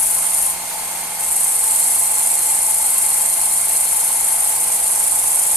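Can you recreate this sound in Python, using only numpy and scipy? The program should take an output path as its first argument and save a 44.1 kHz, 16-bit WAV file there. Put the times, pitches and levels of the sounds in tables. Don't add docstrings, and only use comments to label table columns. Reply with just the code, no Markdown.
import sys
import numpy as np
from scipy import signal
from scipy.fft import rfft, irfft
from scipy.io import wavfile
from scipy.ndimage import uniform_filter1d

SR = 44100
rng = np.random.default_rng(int(sys.argv[2]) if len(sys.argv) > 2 else 0)


def digitize_waveform(pressure):
    field = np.atleast_2d(pressure).T
    bounded = np.clip(field, -1, 1)
    quanta = np.round(bounded * 32767).astype(np.int16)
    wavfile.write(sys.argv[1], SR, quanta)


N = 245195
T = np.arange(N) / SR
HZ = np.fft.rfftfreq(N, 1 / SR)

BELT_RIDGES = [(0.067, .015, .3), (0.201, .012, 0.34), (0.291, 0.0066, 4.2), (0.346, 0.017, 0.51),
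               (.39, .012, 0.82), (.458, .006, 4), (.498, 0.0052, 1.8), (0.514, .006, 2), (.543, .006, 1.2),
               (.58, 0.011, 3), (.603, .014, 1.6), (0.704, .007, 0.92), (.79, .012, .5),
               (0.929, 0.023, 0.24), (.6, 0.12, 0.72)]
# t/s, lead over the steady pace/laps
BELT_LEAD = [(0, -.225), (.45, -.23), (1.0, -.117), (1.42, -.041), (1.66, -.021), (2.4, -.016), (3.3, 0),
             (4.38, .01), (5.56, -.113)]
LAP_HZ = 25.32
LAPS = LAP_HZ * T + np.interp(T, *np.transpose(BELT_LEAD))


def grinding():
    # f/Hz, left level/dB, right level/dB
    grit = [(2500, -71, -71), (4530, -16, -15), (6120, -5.5, -5), (6810, -4.5, -7.5), (7150, 4, -2.5),
            (8000, -5, -1), (8800, 1.5, 0.5), (9300, 2, -1), (10000, 0, -1), (10920, -4, -3.5),
            (12500, -4.5, -2), (13500, -3, -1.5), (14500, -4, -8)]
    # f/Hz, bandwidth/Hz, gain added over the grit
    blade_modes = [(6295, 90, .5), (7080, 60, .3), (8380, 30, 1.0), (8830, 50, .3), (9000, 70, .6),
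                   (9295, 60, .6), (9860, 60, .45), (10265, 50, .5), (10560, 90, .4), (10830, 60, .3),
                   (11104, 60, .6), (11407, 60, .5), (11740, 70, .5), (12920, 70, .5), (13450, 120, .4),
                   (13750, 100, .4)]
    # t/s, grinding level/dB, lower ring boost/dB, left minus right/dB
    draw = [(0, -16.5, 5, 2), (.3, -20, 1.5, -4), (.42, -18.5, 5, 3), (.52, -21.5, 2, -2),
            (1.45, -18.5, 8, 0), (1.9, -18, 8.5, -1.5), (2.7, -18, 7, -0.5), (3.3, -18, 5, -0.5),
            (4.1, -19, 4.5, -0.5), (4.3, -19, 6, 0), (4.72, -19, 5.5, -2), (5.56, -17, 3.5, -2.5)]
    grain_db = 0.2 * drift(.0003)
    grip_db = 0.54 * drift(0.026)
    scratch = rng.standard_normal((2, N)) * belt_surface(0.75) * gain_of(grain_db + grip_db)
    drive = mottled(scratch + 5.1 * knocks(), patchy_db=1.5)
    steel = 1 + sum(extra * peak(hz, width) ** 2 for hz, width, extra in blade_modes)
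    hiss = picked_up(drive, gain_of(spectrum(grit)) * steel)
    times, *columns = np.transpose(draw)
    level_db, ring_db, pan_db = (np.interp(T, times, column) for column in columns)
    lower_ring = irfft(rfft(hiss, axis=1) * peak(hz=8110, width=400) ** 2, N, axis=1)
    hiss += (gain_of(ring_db) - 1) * lower_ring
    return hiss * contact() * gain_of([level_db + pan_db / 2, level_db - pan_db / 2])


def contact():
    # touch t/s, lift t/s
    strokes = [(-.5, 0.525), (1.185, 6)]
    touch_s, lift_s, settle_s, settle_db = 0.012, 0.023, 0.087, -5.5
    out = np.zeros(N)
    for touch, lift in strokes:
        since = np.maximum(T - touch, 0)
        touching = np.minimum(since / touch_s, 1) * np.clip(1 + (lift - T) / lift_s, 0, 1)
        out += touching * gain_of(settle_db * np.exp(-since / settle_s))
    return out


def knocks():
    out = np.zeros((2, N))
    for place, _, extra in BELT_RIDGES[:-1]:
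        at = np.flatnonzero(np.diff(np.floor(LAPS - place)))
        out[:, at] += np.sqrt(extra) * rng.uniform(0, 1, len(at)) * rng.choice([-1, 1], (2, len(at)))
    return out


def belt_surface(height):
    power, lap = np.ones(N), np.floor(LAPS + 1).astype(int)
    bite = gain_of(np.clip(rng.standard_normal((lap.max() + 1, len(BELT_RIDGES))), -3, 2))
    for k, (place, width, extra) in enumerate(BELT_RIDGES):
        power += height * extra * bite[lap, k] * np.exp(-((LAPS % 1 - place) / width) ** 2)
    return np.sqrt(power)


def whirr():
    # f/Hz, left level/dB, right level/dB
    air = [(25, 2, -2), (40, -4, -4), (60.3, 2.5, 3.5), (131, -11, -4.5), (221, -4, -2.5), (450, 1.5, -2),
           (705, 4, 8.5), (1180, 5.5, 5.5), (2200, 3.5, 1), (3500, 1, 1.5), (5400, -2, -3), (6500, .5, -.5),
           (7500, 1.5, -0.5), (7950, -1, 1.5), (8650, -3.5, 4), (9420, -2.5, -2.5), (10400, -4, -4.5),
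           (11000, -5.5, -3), (11900, -1.5, -2.5), (13000, -3, 0), (14500, 0, 0)]
    rush = rng.standard_normal((2, N)) * belt_surface(0.13)
    rush *= gain_of(drift(0.00018) + .5 * drift(0.041))
    return gain_of(-26) * picked_up(mottled(rush, patchy_db=1.0), gain_of(spectrum(air)))


def belt_tones():
    harmonics = [19, 20, 22, 23, 25, 26, 27, 28, 29, 30, 31, 33, 34, 35, 36, 37, 39, 42]
    # early level/dB, steady level/dB, late level/dB
    levels = [(-55, -52, -49.5), (-66, -66, -67), (-60, -55, -67), (-65, -62, -51.5), (-51, -75, -77),
              (-57, -75, -77), (-46, -45, -46), (-55, -65, -52.5), (-70, -57, -68), (-58, -51, -57),
              (-45, -46, -45.5), (-46.5, -47.5, -46), (-43.5, -41.5, -45.5), (-53, -54, -56),
              (-55, -65, -54), (-50, -53, -49), (-57, -64, -61), (-56, -54, -62)]
    since_splice = LAPS - .01
    return tones(harmonics, levels, since_splice, waver_db=0.89, beat=0.24, scatter=0.35, wander=0.8)


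def housing():
    # f/Hz, bandwidth/Hz,
    # rms level/dB
    low_bands = [(65, 14, -58.5), (862, 91, -41), (911, 25, -46), (1050, 46, -48.5), (777, 80, -54),
                 (2270, 450, -45.5)]
    # f/Hz, bandwidth/Hz, rms level/dB
    whine_bands = [(2733, 51, -52), (3150, 24, -54), (4187, 49, -49.5), (4600, 130, -47.5),
                   (5300, 52, -51.5), (6040, 120, -53), (6300, 200, -44.5)]
    shake = 1 + .2 * np.cos(2 * np.pi * (LAPS - .12))
    out = np.zeros((2, N))
    for hz, width, db in low_bands + whine_bands:
        out += gain_of(db) * picked_up(rng.standard_normal((2, N)) * shake, peak(hz, width) ** 2)
    return out


def motor_tones():
    orders = [.626, .87, 1, 1.374, 2, 6, 12.03, 24.06]
    # early level/dB, steady level/dB, late level/dB
    levels = [(-65.5, -63.5, -62), (-65, -64, -62.5), (-52, -54, -56), (-57.5, -58.5, -58.5),
              (-61.5, -58, -58), (-51.5, -55.5, -50.5), (-46, -46, -50.5), (-61, -47, -53)]
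    # t/s, f/Hz
    shaft_rate = [(0, 175), (.5, 174.6), (.55, 175.4), (1.3, 175.5), (1.5, 174.5), (4.3, 174.5),
                  (4.45, 173.1), (5.56, 173.2)]
    turns = np.cumsum(np.interp(T, *np.transpose(shaft_rate))) / SR
    return tones(orders, levels, turns, waver_db=0.6, beat=0.45, scatter=1, wander=1)


def tones(orders, levels, turns, waver_db, beat, scatter, wander):
    stages = [1.0, 1.6, 4.33, 4.47]
    out = np.zeros((2, N))
    for order, (early_db, steady_db, late_db) in zip(orders, levels):
        db = np.interp(T, stages, [early_db, steady_db, steady_db, late_db])
        hz = order * turns[-1] / T[-1]
        start, side, lean, swing = rng.random(4)
        phase = 2 * np.pi * (order * turns + scatter * (start - .5)) + .2 * drift(.15)
        phase += wander * min((hz / 2200) ** 2, 1.3) * drift(.03)
        flutter = 1 + beat * min((hz / 800) ** 2, 1) * np.cos(2 * np.pi * (.35 * LAPS + swing))
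        amplitude = np.sqrt(2) * gain_of(db + waver_db * drift(0.17)) * flutter
        port_phase = (side - .5) * min(hz / 900, 1.2) * np.array([[1], [-1]])
        pan = gain_of([[3 * lean - 1.5], [1.5 - 3 * lean]])
        out += amplitude * np.cos(phase + port_phase) * pan
    return out


def picked_up(drive, colour):
    # f/Hz, correlation
    coherence = [(30, .75), (60, .92), (270, .93), (700, .72), (1200, .45), (2200, .35), (3200, .12),
                 (6000, .15), (7200, .78), (9300, .93), (10200, .8), (10700, .3), (12000, .3), (14000, .2)]
    # f/Hz, bandwidth/Hz, resonator gain/dB, gain of sound leaking past
    ports = [(11050, 720, 6, 0.036), (9065, 1080, 4.5, 0.5)]
    common, separate = rfft(drive, axis=1)
    shared = np.clip(spectrum(coherence)[0], 0, 1)
    incident = np.array([common, shared * common + np.sqrt(1 - shared ** 2) * separate])
    response = [gain_of(db) / abs(1 - (HZ / hz) ** 2 + 1j * HZ * width / hz ** 2) + leak
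                for hz, width, db, leak in ports]
    pair = irfft(incident * colour * response, N, axis=1)
    return pair / np.sqrt(np.mean(pair.mean(0) ** 2))


def mottled(x, patchy_db):
    frames = signal.stft(x, nperseg=256, noverlap=192)[2]
    patches = rng.standard_normal(frames.shape[1:])
    patches = unit_rms(uniform_filter1d(uniform_filter1d(patches, size=5, axis=0), size=10, axis=1))
    return signal.istft(frames * gain_of(patchy_db * patches), nperseg=256, noverlap=192)[1][:, :N]


def peak(hz, width):
    return 1 / np.sqrt(1 + (2 * (HZ - hz) / width) ** 2)


def spectrum(points):
    f, *columns = np.transpose(points)
    return np.array([np.interp(np.log(HZ + 1), np.log(f + 1), value) for value in columns])


def drift(seconds):
    span = round(seconds * SR)
    return unit_rms(uniform_filter1d(uniform_filter1d(rng.standard_normal(N), span), span))


def unit_rms(x):
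    return x / np.sqrt(np.mean(x ** 2) + 1e-20)


def gain_of(db):
    return 10 ** (np.asarray(db) / 20)


def scene():
    blade = grinding()
    left, right = housing() + belt_tones() + motor_tones()
    body = np.array([np.roll(left, shift=3), right])
    return blade + body + whirr()


def record(dry):
    ceiling, edge_hz = .85, 14150
    rounded = dry / (1 + abs(dry / ceiling) ** 4) ** (1 / 4)
    low_pass = signal.firwin(511, edge_hz, window=("kaiser", 9), fs=SR)
    return signal.oaconvolve(rounded, low_pass[None], "same")


dry = scene()
out = record(dry)
digitize_waveform(out)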